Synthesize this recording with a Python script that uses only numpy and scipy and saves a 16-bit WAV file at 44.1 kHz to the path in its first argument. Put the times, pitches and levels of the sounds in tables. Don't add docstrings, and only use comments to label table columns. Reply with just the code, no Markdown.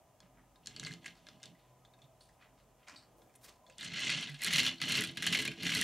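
import sys
import numpy as np
from scipy import signal
from scipy.fft import rfft, irfft
from scipy.io import wavfile
from scipy.ndimage import uniform_filter1d

SR = 44100
rng = np.random.default_rng(int(sys.argv[2]) if len(sys.argv) > 2 else 0)


def persist_wave(psi):
    counts = np.round(np.clip(psi, -1, 1) * 32767).astype(np.int16)
    wavfile.write(sys.argv[1], SR, np.atleast_2d(counts).T)


def gain_from_db(level_db):
    decades = np.asarray(level_db, float) / 20
    return 10 ** decades


N = 257103


def unit(x):
    return x / np.sqrt(np.mean(x ** 2))


def colour(x, table, gain=0.95):
    hz = np.arange(x.shape[-1] // 2 + 1) * SR / x.shape[-1] + 1
    at, db = np.transpose(table)
    weight = gain_from_db(gain * np.interp(np.log(hz), np.log(at), db))
    return irfft(rfft(x) * weight, x.shape[-1])


def band(x, lo_hz, hi_hz):
    return signal.sosfilt(signal.butter(2, [lo_hz, hi_hz], "band", fs=SR, output="sos"), x)


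def resonance(x, hz, width):
    return signal.lfilter(*signal.iirpeak(hz, hz / width, SR), x)


def steep_resonance(x, hz, width):
    return resonance(resonance(x, hz, width), hz, 2 * width)


def follow(x, settle_s):
    step = 1 / (settle_s * SR)
    return signal.lfilter([step], [1, step - 1], np.abs(x))


def walk(rate):
    k = int(SR / rate)
    levels = rng.standard_normal(N // 20 + 1)[:N // k + 1]
    return unit(uniform_filter1d(np.repeat(levels, k), k)[:N])


def grains(rate, spread_db, burst_s):
    when, size = rng.random((2, N))
    strength = (when < rate / SR) * gain_from_db(-spread_db * np.log(size + .03))
    envelope = signal.lfilter([1], [1, -np.exp(-1 / (burst_s * SR))], strength)
    return unit(envelope * rng.standard_normal(N))


# pitch_hz, width_hz, level_db
HUM = [(46.3, 2.1, -78), (124.6, 7.1, -75.5), (636, 115, -74.5), (754, 61, -79.5), (1004, 38, -78.5),
       (1242, 43, -85)]
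# pitch_hz, level_db (per Hz)
AIR = [(20, -46), (35, -5), (60, -8), (150, -10), (300, -14), (450, -14), (900, -14.5), (1400, -25.5),
       (3100, -28.5), (4250, -34.5), (6400, -31), (16000, -37)]
# pitch_hz, level_db (per Hz)
AIR_SIDE = [(15, -56), (25, -16), (130, -3), (170, -6), (641, -5), (2050, -19.5), (4490, -24.5),
            (6050, -15), (16000, -27.5)]


def air():
    hum = np.zeros(N)
    for hz, width, db in HUM:
        hum += gain_from_db(db + 2.2 * walk(4)) * unit(steep_resonance(rng.standard_normal(N), hz, width))
    mid = hum + gain_from_db(-69.5) * unit(colour(rng.standard_normal(N), AIR))
    side = gain_from_db(-78.5) * unit(colour(rng.standard_normal(N), AIR_SIDE))
    return np.array([mid + side, mid - side])


# start_s, stop_s, level_db
LEANING = [
    (0.19, 0.636, -73),
    (1.752, 2.071, -79),
    (2.25, 3.624, -76),
    (3.67, 3.73, -72),
]


def hands():
    t = np.arange(N) / SR
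    load = sum(gain_from_db(db) * (t > start_s) * (t < stop_s) for start_s, stop_s, db in LEANING)
    return uniform_filter1d(load, size=1500)


# pitch_hz, width_hz
AXLES = [(1660, 110), (2100, 15), (2640, 76), (3050, 800), (3490, 290), (4200, 46)]


def knocks(table, crack_s, shake_s, ring_db, main_db, low_hz, top_hz, level_db, crack_db, contact_s, shake=0.35):
    size = 2048
    out, t = np.zeros(N + size), np.arange(size) / SR
    for s, db, main_hz, bright_db in table:
        noise, chance = rng.standard_normal(size), rng.standard_normal(len(AXLES))
        fall = np.exp(-t / crack_s)
        snap = (1 - np.exp(-t / .0003)) * noise * (fall + 0.1 * np.exp(-t / shake_s))
        shaking = shake * np.exp(-(t / shake_s) ** (1 + shake))
        blow = (1 - np.exp(-t / contact_s)) * noise * (fall + shaking)

        ring = gain_from_db(main_db) * unit(resonance(blow, main_hz, main_hz / 18))
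        for c, (hz, width) in zip(chance, AXLES):
            ring = ring + gain_from_db(3 * c) * unit(resonance(blow, hz, width))
        body = unit(blow) + gain_from_db(ring_db) * ring
        crack = band(band(snap, low_hz, top_hz), 2000, 1.2 * top_hz)
        parts = band(body, 1300, 2800), band(body, 2800, 5500), crack

        tilt_db = 15.5 * np.log2(main_hz / 2950)
        parts_db = min(-tilt_db, 0), min(tilt_db, 0), bright_db + crack_db
        i = int(s * SR)
        for part, part_db in zip(parts, parts_db):
            out[i:i + size] += gain_from_db(db + level_db + part_db) * part / np.abs(part).max()
    return out[:N]


# start_s, level_db
# (peak), pitch_hz (main mode), crack_db
TICKS = [(.558, -54.5, 3600, -24), (.6595, -45.5, 3400, 2.5), (.6713, -34, 4200, -0.5),
         (.7084, -48, 3000, -30), (.7631, -33.5, 4360, -15), (.7755, -48, 4660, -8), (.7973, -34, 4160, -1),
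         (.8303, -39, 2100, -14), (.8365, -41, 2110, -2), (.8486, -33, 4450, -25), (.8636, -29, 4260, -25),
         (.868, -34, 2140, -5), (.8755, -42, 2200, -25), (.9088, -40, 1823, -13), (.918, -36.5, 4080, -25),
         (.9255, -41, 2100, -21), (.9372, -37.5, 4170, -8), (1.0437, -41.5, 1970, -34),
         (1.055, -49, 2030, -18), (1.0585, -34.5, 2060, -8), (1.0615, -29.5, 2090, -11),
         (1.0795, -41, 2970, -26), (1.268, -41, 3400, -28), (1.2865, -39.5, 3480, -23),
         (1.4306, -41.5, 3720, -3), (1.4367, -42.5, 3900, -6), (1.4432, -60, 3580, -19),
         (1.4567, -46.5, 3630, 2), (.2034, -49.5, 3420, -6)]


def axle_ticks():
    return knocks(TICKS, crack_s=.0005, shake_s=.003, ring_db=-16, main_db=7, low_hz=3400, top_hz=8000,
                  level_db=-1, crack_db=7, contact_s=.0003)


def room(x):
    t, t60_s = np.arange(16384) / SR, 0.21
    tails = rng.standard_normal((2, len(t))) * np.exp(-np.log(1000) * t / t60_s) * (t > .002)
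    mid, side = (signal.fftconvolve(x, tail / np.sqrt(np.sum(tail ** 2)))[:N] for tail in tails)
    mid = colour(mid, [(200, 7), (1000, 0.0), (4500, -2.5), (14000, -14)])
    side = colour(side, [(250, -8), (600, -5.0), (2000, -22), (4500, -18.5), (7000, -4.0), (14000, -12.0)])
    return gain_from_db(-5) * (mid + gain_from_db(-1) * side * np.array([[1], [-1]]))


# start_s (fullest), fade_s, level_db, pitch_hz (centre), width_octaves
BRUSHES = [(.24, 0.02, -70, 2000, 1.4), (0.39, .04, -70, 1290, 1.4), (2.435, 0.033, -63.5, 1860, 1.45),
           (2.6, 0.025, -71, 1800, 2.7), (3.448, 0.026, -58.5, 1800, 6), (3.49, 0.034, -61, 1640, 4.2),
           (3.725, 0.025, -68, 3600, 0.9), (3.22, 0.095, -67.5, 470, 1.5), (2.83, 0.035, -71, 2000, 1.3),
           (1.17, .03, -66, 2100, 2.8), (1.62, 0.1, -76, 2600, 1.2), (2.045, 0.025, -76, 3000, 0.9),
           (0.885, 0.025, -51, 2100, 0.064)]
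FLICKS = [
    (2.21, 0.094, -72.5, 4300, 0.89),
    (2.21, 0.088, -72.5, 8600, 0.36),
    (2.878, 0.078, -55, 1514, 2.34),
    (2.886, 0.024, -57, 4500, 0.95),
    (2.966, 0.034, -55, 4240, .34),
    (2.97, 0.034, -66, 8200, 0.12),
    (3.173, 0.17, -76.5, 9000, 2.5),
    (3.691, 0.011, -58, 586, 0.43),
    (2.932, 0.014, -63, 287, 0.64),
    (3.36, 0.0034, -59.5, 9600, 0.6),
]


def fingers():
    out, t = np.zeros(N), np.arange(N) / SR
    rub = grains(rate=2000, spread_db=2.5, burst_s=0.0015)
    rows = [(row[1], *row) for row in BRUSHES]
    rows += [(0.006, *row) for row in FLICKS]
    for rise_s, s, fade_s, db, hz, octaves in rows:
        near = slice(int((s - .15) * SR), int((s + .3) * SR))
        since = t[near] - s
        swell = np.where(since < 0, np.exp(-(since / rise_s) ** 2), np.exp(-since / fade_s))
        half = 2 ** (octaves / 2)
        out[near] += gain_from_db(db) * swell * unit(band(rub[near], hz / half, min(hz * half, .4 * SR)))
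    return out


# pitch_hz, width_hz, level_db
BOARDS = [(72, 25, -15.5), (110, 31, -8), (134.7, 26, -2), (172.3, 16.5, 3), (202, 31, -2.5), (257, 16, -2),
          (289.6, 16, -6.5), (335, 4.7, -5), (428, 15, -10), (606, 90, -20.5)]
# start_s, pitch_hz, level_db, ring_s
THUMPS = [
    (.23, 183, -56, 0.15),
    (.83, 166, -39, 0.12),
    (.905, 153, -35, 0.073),
    (2.03, 142, -55.5, 0.15),
    (4.29, 145, -40.5, 0.32),
    (4.335, 250, -51, 0.11),
    (4.505, 85.6, -48, .15),
    (4.54, 146, -30, 0.095),
    (4.82, 162, -36.5, 0.097),
]


def boards(drive):
    def ring(x):
        return sum(gain_from_db(db) * steep_resonance(x, hz, width) for hz, width, db in BOARDS)

    push = grains(rate=300, spread_db=3.0, burst_s=0.0046)
    out = band(ring(drive * push) / np.std(ring(push)), 60, 900)
    for s, hz, db, ring_s in THUMPS:
        t = np.maximum(np.arange(N) / SR - s, 0)
        swell = (1 - np.exp(-t / 0.0094)) * np.exp(-np.log(10) * (t / ring_s) ** 2 * 10)
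        out += gain_from_db(db) * np.sin(2 * np.pi * hz * t) * swell
    return out


def pushes(table, bright_db):
    t, out = np.arange(N) / SR, np.zeros((3, N))
    for start_s, fastest_s, stop_s, chatter_db, drum_db in table:
        speed = np.sin(np.pi / 2 * np.interp(t, [start_s, fastest_s, stop_s], [0, 1, 0]))
        chatter = gain_from_db(chatter_db) * speed ** 1.67
        out += [chatter, chatter * gain_from_db(bright_db) * speed ** 0.93, gain_from_db(drum_db) * speed ** 0.74]
    return out


# start_s, fastest_s, stop_s, level_db (chatter), drum_db
NUDGE = [
    (.62, .68, 0.87, -62, -61.5),
    (.74, .88, 1.014, -55, -55),
    (1.0, 1.066, 1.16, -59.5, -66),
    (1.16, 1.2, 1.49, -77, -67.5),
    (1.23, 1.29, 1.456, -73, -70),
    (1.41, 1.444, 1.545, -61.5, -66.5),
]


def nudges():
    return pushes(NUDGE, bright_db=-9)


# pitch_hz, width_hz, level_db
SHELL = [(1692, 46, -2), (2100, 48, 8.5), (2760, 160, -8.5), (3050, 1300, -0.5), (4200, 260, 0),
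         (4200, 16, 2), (5660, 470, 1.5), (6800, 220, 9.5)]


def shell(x, direct):
    return direct * x + sum(gain_from_db(db) * resonance(x, hz, width) for hz, width, db in SHELL)


# pitch_hz, level_db (per Hz)
CHATTER = [(250, -69), (500, -17), (1100, -15), (1650, -11), (2100, -9), (3000, -3.5), (4200, -10.5),
           (5100, -15.5), (6500, -25.5), (9000, -64), (16000, -49)]
# pitch_hz, level_db (per Hz)
BRIGHT = [(2500, -70), (4200, -28), (6000, -3), (8500, -8), (11000, -14), (14000, -23), (17000, -30)]


def wheels():
    kicks = grains(rate=2500, spread_db=1.9, burst_s=.0015)
    sharp = grains(rate=400, spread_db=3.6, burst_s=.0008)
    chatter = unit(colour(shell(kicks, direct=0.5), CHATTER))
    bright = unit(colour(0.63 * kicks + sharp, BRIGHT))
    level, edge, drum = rolls() + nudges()
    skid, skid_edge, skid_drum = skids()
    creep = gain_from_db(-58.5) * (np.arange(N) / SR > 3.79)
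    uneven = gain_from_db(1.3 * walk(40))
    lumps = gain_from_db(2.2 * walk(25))
    rattle = uneven * ((level + creep) * chatter + (edge + 0.22 * creep) * bright)
    rub = skid * chatter + skid_edge * unit(band(bright, 2100, 8300))
    return rattle, rub, (drum + skid_drum) * lumps


# start_s, level_db (peak), pitch_hz (main mode), crack_db
PINGS = [(1.0654, -41, 3000, 2), (1.0792, -47, 3000, -8), (3.801, -42, 3000, 0), (3.9385, -43, 3000, 3),
         (3.9953, -34, 3000, 0), (4.0053, -32.5, 3000, 0.5), (4.0701, -37, 2970, 0), (4.212, -35, 3000, 0),
         (4.2966, -43, 3000, 4), (4.3314, -48, 3000, -2), (4.415, -30, 3000, -6), (4.4353, -18, 3000, 0),
         (4.604, -28, 3000, -1), (4.655, -24, 3000, 0), (4.8948, -29, 3000, 0), (5.2325, -34, 3000, 0),
         (5.3253, -20, 3000, 0), (5.4174, -30, 3000, 2), (5.616, -46, 3000, -5), (5.743, -29, 3000, 1)]


def axle_pings():
    return knocks(PINGS, crack_s=0.0006, shake_s=0.0042, ring_db=-5, main_db=1, low_hz=5450, top_hz=12300,
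                  level_db=-12.5, crack_db=6, contact_s=0.00027)


# start_s, level_db (peak), pitch_hz (main mode), crack_db
TAPS = [(1.8497, -47.5, 3480, -20), (1.9365, -50.5, 3570, -19), (1.988, -56, 2680, -20),
        (2.018, -47, 3440, -16), (2.041, -57, 3650, -12), (2.207, -50, 4500, -20), (2.2905, -56, 1890, -9),
        (2.8777, -64, 2090, -12), (2.8838, -46, 1580, -21), (3.218, -51.5, 3350, -10),
        (3.295, -59, 2360, -15), (3.353, -49.5, 2980, -12), (3.6647, -49.5, 3500, -22),
        (3.6985, -44, 2660, -13), (1.4, -53, 2960, -18), (1.549, -59, 1970, -25), (1.593, -59, 3540, -25),
        (1.643, -66, 2800, -25), (2.458, -59, 2000, -20), (2.689, -66, 3000, -20), (2.847, -61, 2100, -20),
        (3.34, -55, 3000, -9), (3.677, -60, 4300, -7), (3.69, -64, 5000, -10)]


def nail_taps():
    return knocks(TAPS, crack_s=0.00033, shake_s=0.0082, ring_db=-15, main_db=16.5, low_hz=4500, top_hz=7600,
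                  level_db=-3.5, crack_db=10, contact_s=0.00014)


# start_s, fastest_s, stop_s, level_db (chatter), drum_db
SKID = [
    (3.76, 3.85, 3.95, -51.5, -51.5),
    (3.86, 4.1, 4.328, -38.5, -50),
]


def skids():
    return pushes(SKID, bright_db=-11)


# start_s, level_db (peak), pitch_hz (main mode), crack_db
SWING = [(3.782, -38.5, 3570, -5.5), (3.7921, -46, 1830, -16), (3.8091, -31, 3430, -15),
         (3.8288, -37, 1750, -7), (3.8383, -35.5, 3020, -8), (3.8461, -34.5, 3010, -3.5),
         (3.8511, -35, 2900, -23), (3.8764, -41, 4170, -18), (3.883, -46, 2100, -19),
         (3.9006, -45, 2080, -22), (3.9209, -38, 2600, -23), (3.9372, -32, 2080, -20),
         (3.9608, -26, 3080, -27), (3.9704, -36, 2100, -19), (3.9773, -32, 2960, -22),
         (3.9842, -32, 2010, -26), (4.0205, -29, 2820, -14), (4.0303, -28, 3450, -25),
         (4.0684, -30, 2100, -22), (4.0943, -18, 2680, -28), (4.101, -25, 2700, -9),
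         (4.1178, -25, 2600, -25), (4.1223, -26, 2990, -15), (4.1629, -35, 2870, -24),
         (4.1697, -39, 2840, -24), (4.1776, -44, 3080, -23), (4.1822, -38, 3410, -20),
         (4.214, -40, 3060, -20), (4.2257, -25, 3200, -17), (4.2409, -37, 2690, -11),
         (4.2568, -44, 2600, -22), (4.2715, -31, 3480, -20), (4.2783, -38, 2730, -21),
         (4.2869, -38, 1980, -21), (4.3067, -43, 3380, -27), (4.3161, -37, 2650, -17),
         (4.3433, -35.5, 3320, -14), (4.355, -59, 3290, -22), (4.3623, -59, 2630, -20),
         (4.3902, -45, 2160, -10)]


def swing_jolts():
    return knocks(SWING, crack_s=0.0006, shake_s=0.013, ring_db=-2.0, main_db=21.0, low_hz=4740, top_hz=9000,
                  level_db=-2.0, crack_db=8, contact_s=0.00028, shake=0.27)


# start_s, fastest_s, stop_s, level_db (chatter), drum_db
ROLL = [
    (4.38, 4.57, 4.763, -32.5, -46),
    (4.77, 4.95, 5.129, -36, -44.5),
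    (5.14, 5.35, 5.537, -35, -42.5),
    (5.55, 5.75, 6.14, -38, -41.5),
]


def rolls():
    return pushes(ROLL, bright_db=-11.5)


# start_s, level_db (peak),
# pitch_hz (main mode), crack_db
RIDGES = [(4.4051, -42, 1970, -20), (4.4188, -29.5, 2010, -4.5), (4.4289, -28, 2300, -9),
          (4.4457, -21.5, 4200, -4), (4.4556, -23.5, 3120, -18.5), (4.463, -25, 1940, -7),
          (4.4722, -25.5, 2130, -9), (4.4916, -36, 2910, -20), (4.5054, -24, 2270, -23),
          (4.5103, -28, 1930, -22), (4.5278, -23, 2020, -8.5), (4.5354, -22.5, 2950, -7),
          (4.5505, -24, 2100, -18), (4.558, -20.5, 2690, -11), (4.568, -21, 3120, -21),
          (4.5808, -14.5, 2870, -14), (4.5877, -20.5, 2100, -26), (4.5987, -19.5, 4270, -26),
          (4.6129, -26, 3260, -15), (4.6309, -32, 3240, -9), (4.6473, -32, 4260, -25),
          (4.6635, -19, 3000, -13), (4.6707, -35, 2900, -26), (4.6899, -36, 3200, -14.5),
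          (4.7349, -46, 4170, -23), (5.1505, -47, 2610, -16), (5.1578, -44, 3200, -17),
          (5.1715, -22, 3050, -19), (5.204, -35, 3240, -26), (5.2228, -24.5, 1870, -11.5),
          (5.2399, -26.5, 1950, -16), (5.2498, -32.5, 2060, -20), (5.2655, -21.5, 1840, -3.5),
          (5.2681, -32, 2026, -8.5), (5.3258, -22.5, 2840, -27), (5.3315, -21, 3130, -20),
          (5.3467, -17, 2120, -18), (5.3719, -30.5, 4130, -7), (5.3873, -28, 2070, -15),
          (5.4, -47, 3250, -22), (5.4096, -50, 2950, -18), (5.4228, -29.5, 2640, -10),
          (5.4507, -25.5, 2120, -12.5), (5.452, -24, 2100, -15), (5.4766, -19, 2420, -17.5),
          (5.5085, -36, 2180, -26), (5.5097, -41, 2270, -27), (5.5153, -27.5, 2730, -23),
          (5.5205, -35, 3230, -23), (5.536, -37, 2930, -22),
          (4.7816, -45, 4180, -18), (4.8013, -32, 2700, -30), (4.8157, -17, 3160, -18.5),
        (4.8298, -28, 2140, -11.5), (4.832, -27.5, 4130, -24), (4.8537, -38, 2680, -30),
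        (4.856, -35, 3050, -15), (4.8657, -45, 3190, -30), (4.879, -26.5, 2680, -25),
        (4.8962, -22.5, 2780, -13), (4.9101, -32, 2073, -18), (4.9216, -22, 4020, -5.5),
        (4.9272, -33, 2820, -10), (4.9394, -28, 2140, -19), (4.9519, -19.5, 4090, -17),
        (4.9646, -36, 2380, -21), (4.9718, -21, 2760, -10), (4.983, -23, 3580, -23),
        (4.9983, -35, 2150, -20), (5.0077, -28, 3240, -1), (5.0122, -26, 1970, -28),
        (5.0371, -19.5, 2740, -14), (5.0475, -27, 3300, -10.5), (5.0721, -29, 3217, -15),
        (5.088, -36, 3740, -20), (5.1129, -41, 3280, -13), (5.567, -53, 4160, -19),
        (5.5795, -66, 2030, -23), (5.5867, -57, 1960, -23), (5.5935, -60, 2830, -26),
        (5.5983, -71, 3290, -17), (5.6033, -58, 2060, -30), (5.6243, -31, 4200, -17),
        (5.6318, -29.5, 2620, -10), (5.6482, -30.5, 2040, -10), (5.6628, -25, 2034, -30),
        (5.6782, -32, 2660, -17), (5.6828, -30, 2773, -26), (5.6913, -22.5, 2060, -21),
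        (5.7014, -27, 2680, -29), (5.7186, -21, 2670, -26), (5.734, -23.5, 2160, -16),
        (5.749, -18.5, 4130, -10.5), (5.7573, -23.5, 2060, -14), (5.7684, -27, 2650, -8),
        (5.7776, -27, 4140, -12), (5.7888, -21, 3050, -17), (5.8035, -22.5, 2900, -25),
        (5.8128, -19, 3030, -4), (5.8184, -20, 1950, -25)]


def ridge_jolts():
    return knocks(RIDGES, crack_s=0.001, shake_s=0.0057, ring_db=7.0, main_db=22.5, low_hz=5300,
                  top_hz=11100, level_db=-3.5, crack_db=8.0, contact_s=0.00059, shake=.6)


# pitch_hz, level_db
LEAN = [(30, -1), (70, -4), (140, -3), (300, .4), (1300, -.3), (2400, -.7), (5000, .5), (15000, .1)]


def scene():
    rattle, rub, drum = wheels()
    load = drum + hands()
    hits = axle_ticks() + nail_taps() + swing_jolts() + ridge_jolts()
    kick = gain_from_db(-17) * follow(hits, settle_s=0.0043)
    shaken = follow(hits, settle_s=.0035) + gain_from_db(-61.5)
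    bunched = shaken / uniform_filter1d(shaken, size=3500)
    car = hits + axle_pings() + rub + rattle * bunched ** .6 + fingers()
    floor = boards(load * bunched ** .4 + kick)
    floor_side = gain_from_db(-20.5) * np.roll(floor, 60) * np.array([[1], [-1]])
    near = car + room(car) + floor + floor_side
    return np.array([colour(near[0], LEAN, 1.0), colour(near[1], LEAN, -1 / 2)]) + air()


def band_limit(x):
    return signal.sosfilt(signal.butter(12, 16340, fs=SR, output="sos"), x)


def record(dry):
    thin = signal.sosfilt(signal.butter(4, 42, "high", fs=SR, output="sos"), dry)
    thin = signal.sosfilt(signal.ellip(8, .2, 50, 15700, fs=SR, output="sos"), thin)
    return band_limit(thin)


dry = scene()
out = record(dry)
persist_wave(out)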